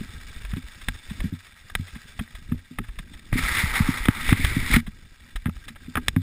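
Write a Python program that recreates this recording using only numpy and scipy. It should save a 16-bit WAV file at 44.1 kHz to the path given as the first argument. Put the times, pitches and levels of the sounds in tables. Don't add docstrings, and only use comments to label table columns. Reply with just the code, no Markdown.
import sys
import numpy as np
from scipy import signal
from scipy.fft import rfft, irfft
from scipy.io import wavfile
from scipy.ndimage import uniform_filter1d

SR = 44100
rng = np.random.default_rng(int(sys.argv[2]) if len(sys.argv) > 2 else 0)


def generate_wav(signal):
    frames = np.transpose(np.atleast_2d(signal))
    scaled = np.clip(frames, -1, 1) * 32767
    pcm = np.round(scaled).astype(np.int16)
    wavfile.write(sys.argv[1], SR, pcm)


N = 274302


def gain_of(db):
    return 10 ** (np.asarray(db) / 20)


def unit_level(x):
    return x / np.sqrt(np.mean(x ** 2) + 1e-20)


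def curve(rows, column=1):
    columns = np.transpose(rows)
    return np.interp(np.arange(N) / SR, columns[0], columns[column])


def coloured(x, points):
    hz, db = np.transpose(points)
    bins_hz = np.fft.rfftfreq(len(x), 1 / SR)
    gain_db = np.interp(np.log(bins_hz + 1), np.log(hz), db)
    return irfft(rfft(x) * gain_of(gain_db), len(x))


def drift(seconds):
    size = max(int(seconds * SR), 1)
    return unit_level(uniform_filter1d(uniform_filter1d(rng.standard_normal(N), size), size))


def add(mix, start_s, sound):
    part = mix[round(start_s * SR):][:len(sound)]
    part += sound[:len(part)]


def mode_rings(modes, tilt_db=0, stretch=1, seconds=.1):
    t = np.arange(round(seconds * SR)) / SR
    hz, db, ring_s = np.transpose(modes)[:, :, None]
    sign = (-1.) ** np.arange(len(modes))[:, None]
    start_db = db + tilt_db * np.log2(hz / hz[len(modes) // 2])
    fade_db = 60 * t / (ring_s * stretch)
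    return sign * gain_of(start_db - fade_db) * np.sin(2 * np.pi * hz * t)


def shaken(rings, patchy_db, seconds):
    shaking = [rng.standard_normal(N) * gain_of(patchy_db * drift(seconds)) for _ in rings]
    return signal.oaconvolve(np.array(shaking), rings, axes=1)[:, :N]


# pitch_hz, level_db, ring_s (time to fade by 60 dB)
CASE_MODES = [(868, -18, 0.046), (922, -18, 0.028), (1296, -2, 0.019), (1609, 0.5, 0.022),
              (1903, 4.5, 0.0097), (2265, -12, 0.032), (2300, 5.5, 0.0055), (2757, -3, 0.0071),
              (2910, -6.5, 0.0081), (3563, 2.5, 0.0073), (4035, -11, 0.013), (4750, -15, 0.0076),
              (4990, 0, 0.0033), (5470, -5, 0.0053)]
# time_s, level_db
TYRE_LEVELS = [(0.0, -46), (0.5, -50.5), (1.2, -48.5), (1.43, -53.5), (1.68, -54.5), (1.84, -50.5),
               (2.31, -52), (2.53, -57), (3.32, -55.5), (4.82, -61), (4.99, -56), (5.69, -56), (6.07, -53),
               (6.22, -57)]


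def tyres():
    rings = mode_rings(CASE_MODES, tilt_db=4.5, stretch=1.46)
    hiss = shaken(rings, patchy_db=2.0, seconds=.011).sum(0)
    gusts = gain_of(1.6 * drift(.02) + 2.2 * drift(.003))
    return gain_of(curve(TYRE_LEVELS)) * unit_level(hiss * gusts)


# pitch_hz, level_db, ring_s
MOUNT_MODES = [(90.1, 4.5, 0.14), (152.2, 10.5, 0.056), (241.2, 12, 0.065), (308, 3.5, 0.02),
               (405, -8, 0.035)]
# time_s, level_db
SWAY_LEVELS = [(0.0, -38.5), (0.28, -42.5), (0.71, -48.5), (1.05, -48), (1.23, -35), (1.4, -57.5),
               (1.7, -52), (2.41, -48), (2.53, -35), (2.76, -67), (2.93, -45.5), (3.52, -36), (4.05, -35.5),
               (4.47, -30.5), (4.68, -32.5), (4.85, -42), (5.16, -54.5), (5.56, -46.5), (5.72, -44.5),
               (6.13, -41), (6.22, -60)]
# pitch_hz, gain_db
SWAY_TONE = [(15, 1.5), (35, -7), (70, -6), (140, -18.5), (250, -22), (400, -30.5), (700, -45.5),
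             (1500, -57)]


def sway():
    lumps = rng.standard_normal(N) * gain_of(4.5 * drift(.017))
    rumble = unit_level(coloured(lumps, SWAY_TONE))
    shaking = rng.standard_normal(N) * gain_of(4.2 * drift(.018))
    mount_ring = mode_rings(MOUNT_MODES, seconds=.4).sum(0)
    murmur = unit_level(signal.oaconvolve(shaking, mount_ring)[:N])
    return gain_of(curve(SWAY_LEVELS)) * (rumble + gain_of(-15.5) * murmur)


# start_s, peak_db, bass_db_per_octave, ring_factor, pitch_factor
MOUNT_JOLTS = [(0.008, -25, -14.5, 1, 0.89), (0.53, -20, 5, 0.85, 0.86), (0.565, -23.5, 5, 0.36, 1.27),
               (0.575, -25.5, -3.5, 1.4, 1.05), (0.881, -28, 5, 2.1, 1.01), (1.109, -25, -5.5, 0.87, 0.85),
               (1.239, -18.5, 1, 0.64, 0.93), (1.25, -19, -5, 1.1, 0.87), (1.322, -23, 5, 0.68, 1.19),
               (1.332, -26, 3.5, 1.5, 1.02), (1.753, -31, 3, 1.2, 0.77), (1.792, -22, 8, 1.5, 1.01),
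               (1.957, -30.5, -3.5, 1.2, 0.94), (2.191, -27.5, 8.5, 1.4, 0.97),
               (2.207, -22, -7.5, 1.1, 0.91), (2.417, -43, 2, 0.6, 0.98), (2.487, -32, 8, 0.48, 1.01),
               (2.517, -14, -1, 1.4, 1), (2.708, -33, -5.5, 2.7, 1.04), (2.786, -26, 5, 1.95, 1.2),
               (2.8, -27.5, -22, 1.2, 0.95), (2.995, -32.5, -3, 0.57, 0.7),
               (3.326, -15.5, 10.5, 0.65, 1.23), (3.352, -17, -11.5, 1.6, 1.03),
               (3.384, -22.5, -0.5, 2, 1.08), (3.451, -30, 3, 1.1, 0.94), (3.633, -16, 6, 0.77, 0.82),
               (3.801, -9, 2, 0.79, 0.9), (3.886, -10.5, -1.5, 0.89, 1.1), (4.084, -5, 0.5, 0.41, 1.07),
               (4.303, -26.5, -10, 4.8, 0.88), (4.321, -4.5, 3.5, 0.5, 1.125), (4.392, -21.5, 0, 1.5, 1.09),
               (4.441, -18.5, 11, 1.6, 0.93), (4.564, -12, 2, 0.9, 1.105), (4.623, -30, -14.5, 3.9, 1.06),
               (4.698, -21.5, -2, 3.5, 1.01), (4.737, -13, 5, 0.64, 1.02), (4.762, -8, -7, 1.8, 0.96),
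               (4.876, -26, -4, 0.85, 0.87), (5.456, -15.5, 3, 1.7, 0.98), (5.484, -18, -0.5, 0.36, 0.81),
               (5.699, -37, -5, 2.4, 0.94), (5.879, -28.5, -6, 2, 1.03), (5.956, -25, 7, 1.4, 0.86),
               (5.973, -21, -19, 2.14, 1.02), (6.081, -27, 6, 1.3, 0.91), (6.162, -9.5, 3, 1.76, 1.07)]


def jolts(push_s=.0021):
    out, t = np.zeros(N), np.arange(400) / SR
    push = np.sin(np.pi * np.clip(t / push_s, 0, 1)) ** 2
    for start_s, peak_db, bass_db, ring_factor, pitch_factor in MOUNT_JOLTS:
        modes = np.array(MOUNT_MODES) * [pitch_factor, 1, 1]
        ring = mode_rings(modes, -bass_db, ring_factor, seconds=.3).sum(0)
        thump = -signal.fftconvolve(ring, push)
        add(out, start_s, gain_of(peak_db) * thump / abs(thump).max())
    return out


def mud_ticks(ticks_per_s=60):
    out, rings = np.zeros(N), mode_rings(CASE_MODES, stretch=1.46)
    for when, which, chance in rng.random((round(ticks_per_s * N / SR), 3)):
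        strength_db = .5 - 2.5 * np.log(chance + .0013)
        tick = gain_of(strength_db) * rings[int(which * len(rings))]
        add(out, when * (N / SR - .1), tick)
    return gain_of(curve(TYRE_LEVELS)) * out


# start_s, level_db, pitch_hz
HELMET_DIPS = [(0.162, -33.5, 45.5), (0.253, -36.5, 44.4), (0.443, -27.5, 45.3), (0.486, -31, 41),
               (0.505, -30.5, 38.5), (0.64, -33, 51), (0.879, -25, 39.7), (1.088, -32.5, 56),
               (1.194, -23.5, 37.3), (1.751, -29, 33.4), (1.932, -35.5, 51.5), (2.19, -28.5, 54),
               (2.344, -34.5, 41.3), (2.782, -29.5, 29.5), (2.887, -28, 41.7), (2.978, -30, 34.3),
               (3.134, -41, 44.6), (3.323, -20, 30.5), (3.432, -22.5, 41), (3.67, -27.5, 35.3),
               (3.73, -29, 38.4), (3.825, -22, 25.1), (4.003, -23.5, 40.4), (4.287, -16, 42.8),
               (4.442, -15.5, 55), (4.718, -17, 37), (4.743, -16.5, 45), (4.858, -30, 32.3),
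               (5.354, -23.5, 38), (5.562, -32, 52), (5.958, -35, 31), (6.079, -29, 50.6)]


def helmet_dips():
    out, t = np.zeros(N), np.arange(round(.15 * SR)) / SR
    fade_in = np.minimum(t / .0018, 1)
    for start_s, level_db, pitch_hz in HELMET_DIPS:
        swing = -np.sin(2 * np.pi * pitch_hz * t)
        fade_out = np.exp(-(pitch_hz * t / 1.38) ** 2)
        add(out, start_s, gain_of(level_db) * swing * fade_in * fade_out)
    return out


# start_s, level_db, treble_db_per_octave, contact_s
CASE_KNOCKS = [(0.448, -32, -1.5, 0.0029), (0.514, -41, 4, 0.0019), (0.535, -32, -2, 0.0021),
               (0.567, -37, 1.5, 0.003), (0.814, -37.5, 5.5, 0.0047), (0.885, -14.5, 2, 0.0019),
               (0.944, -40, 3, 0.0077), (1.096, -34.5, 6, 0.0067), (1.202, -27, 2.5, 0.0029),
               (1.698, -33.5, -5.5, 0.0018), (1.752, -10.5, 2.5, 0.0019), (1.869, -39, 7, 0.013),
               (1.952, -36.5, 2, 0.0046), (2.191, -27, -4, 0.0036), (2.349, -35.5, 5.5, 0.005),
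               (2.519, -33.5, -7, 0.0015), (2.786, -21, -2, 0.002), (2.836, -39.5, -2, 0.0066),
               (2.883, -41, 2, 0.0054), (2.986, -30, 5.5, 0.0034), (3.134, -40, 6, 0.0068),
               (3.327, -20.5, -11, 0.0018), (3.436, -27, 17, 0.0024), (3.745, -24, 5, 0.007),
               (3.973, -29.5, 5, 0.0048), (4.055, -19, 2.5, 0.0021), (4.085, -9.5, -3.5, 0.0014),
               (4.29, -18, -1, 0.0026), (4.328, -12, -2.5, 0.0017), (4.448, -13.5, 4, 0.0021),
               (4.76, -17, 4, 0.0023), (4.864, -36.5, 2.5, 0.0065), (5.357, -27, 5, 0.0038),
               (5.458, -22, -6, 0.00027), (5.462, -28.5, -6, 0.005), (5.494, -32.5, -10, 0.00079),
               (5.565, -40, 3, 0.0015), (5.68, -31, 6.5, 0.0047), (5.757, -39, -2, 0.0042),
               (5.955, -15, -7.5, 0.0015), (5.968, -16, -11.5, 0.0044), (6.083, -5, 8.5, 0.0021),
               (6.163, -21, -7.5, 0.00088), (6.169, -37, -2, 0.0015)]


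def knocks():
    out, t = np.zeros(N), np.arange(2000) / SR
    for start_s, level_db, treble_db, contact_s in CASE_KNOCKS:
        progress = t / contact_s
        force = rng.standard_normal(len(t)) * progress ** .73 * np.exp(-progress)
        snap_db = 13.5 + 1.18 * level_db - 10 * np.log2(contact_s / .0024)
        force[0] = gain_of(snap_db) * np.linalg.norm(force)
        ring = mode_rings(CASE_MODES, treble_db, stretch=.6).sum(0)
        knock = signal.fftconvolve(force, ring)
        peak = np.sqrt(2 * uniform_filter1d(knock ** 2, size=44).max())
        add(out, start_s, gain_of(level_db) * knock / peak)
    return out


# time_s, level_db, spread_db_per_octave (boosts modes far from cavity_hz)
GLOVE_STROKES = [(3.322, -31.5, -24), (3.366, -32.5, -14), (3.386, -22.5, -3), (3.416, -33, 5.5),
                 (3.47, -26, -3), (3.53, -28.5, 4.5), (3.605, -21.5, -5), (3.63, -28, 2),
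                 (3.728, -34.5, 10), (3.765, -23.5, 6), (3.81, -32.5, 10), (3.95, -34.5, 11),
                 (4.05, -35, 1), (4.075, -41, 13), (4.19, -36, 8), (4.32, -21.5, -25), (4.345, -35.5, 5),
                 (4.44, -23.5, -28), (4.47, -31, -1.5), (4.676, -32, -7), (4.72, -24.5, 0.5),
                 (4.764, -16, 1), (4.778, -35, 4), (4.81, -33, -10)]
# pitch_hz, gain_db
GLOVE_TONE = [(300, 4), (600, -4.5), (1200, 2), (1650, -1.5), (2100, 9), (2700, 0), (3500, 3), (5500, 3)]


def glove(cavity_hz=2060, high_spread_share=.18, fade_s=.008):
    octaves = np.log2(np.transpose(CASE_MODES)[0][:, None] / cavity_hz)
    distance = np.where(octaves > 0, high_spread_share * octaves, -octaves)
    spread = gain_of(curve(GLOVE_STROKES, column=2) * distance)
    walls = shaken(mode_rings(CASE_MODES, stretch=.9), patchy_db=1.6, seconds=.012)
    catches = gain_of(1.6 * drift(.003) + .7 * drift(.015))
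    rub = coloured((walls * spread).sum(0), GLOVE_TONE) * catches
    t = np.arange(N) / SR
    land_s, lift_s = GLOVE_STROKES[0][0], GLOVE_STROKES[-1][0]
    touching = np.clip(np.minimum(t - land_s, lift_s - t) / fade_s, 0, 1)
    return touching * gain_of(curve(GLOVE_STROKES)) * rub / rub[touching > 0].std()


def scene():
    return (tyres() + glove() + sway() + helmet_dips() + jolts() + knocks() + mud_ticks())[None]


def record(dry, slow_rate_hz=12000, top_hz=16500):
    smooth = signal.sosfilt(signal.butter(8, 5500, fs=SR, output="sos"), dry[0])
    slow = signal.resample(smooth, round(N * slow_rate_hz / SR))
    held = signal.resample(np.repeat(slow, 4), N)
    tone = [(5, -12.5), (18, 2.5), (15200, .5), (15500, -21), (20000, -12.5)]
    treble_cut = signal.firwin(511, top_hz, window=("kaiser", 9), fs=SR)
    return signal.oaconvolve(coloured(held, tone), treble_cut, "same")[None]


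dry = scene()
out = record(dry)
generate_wav(out)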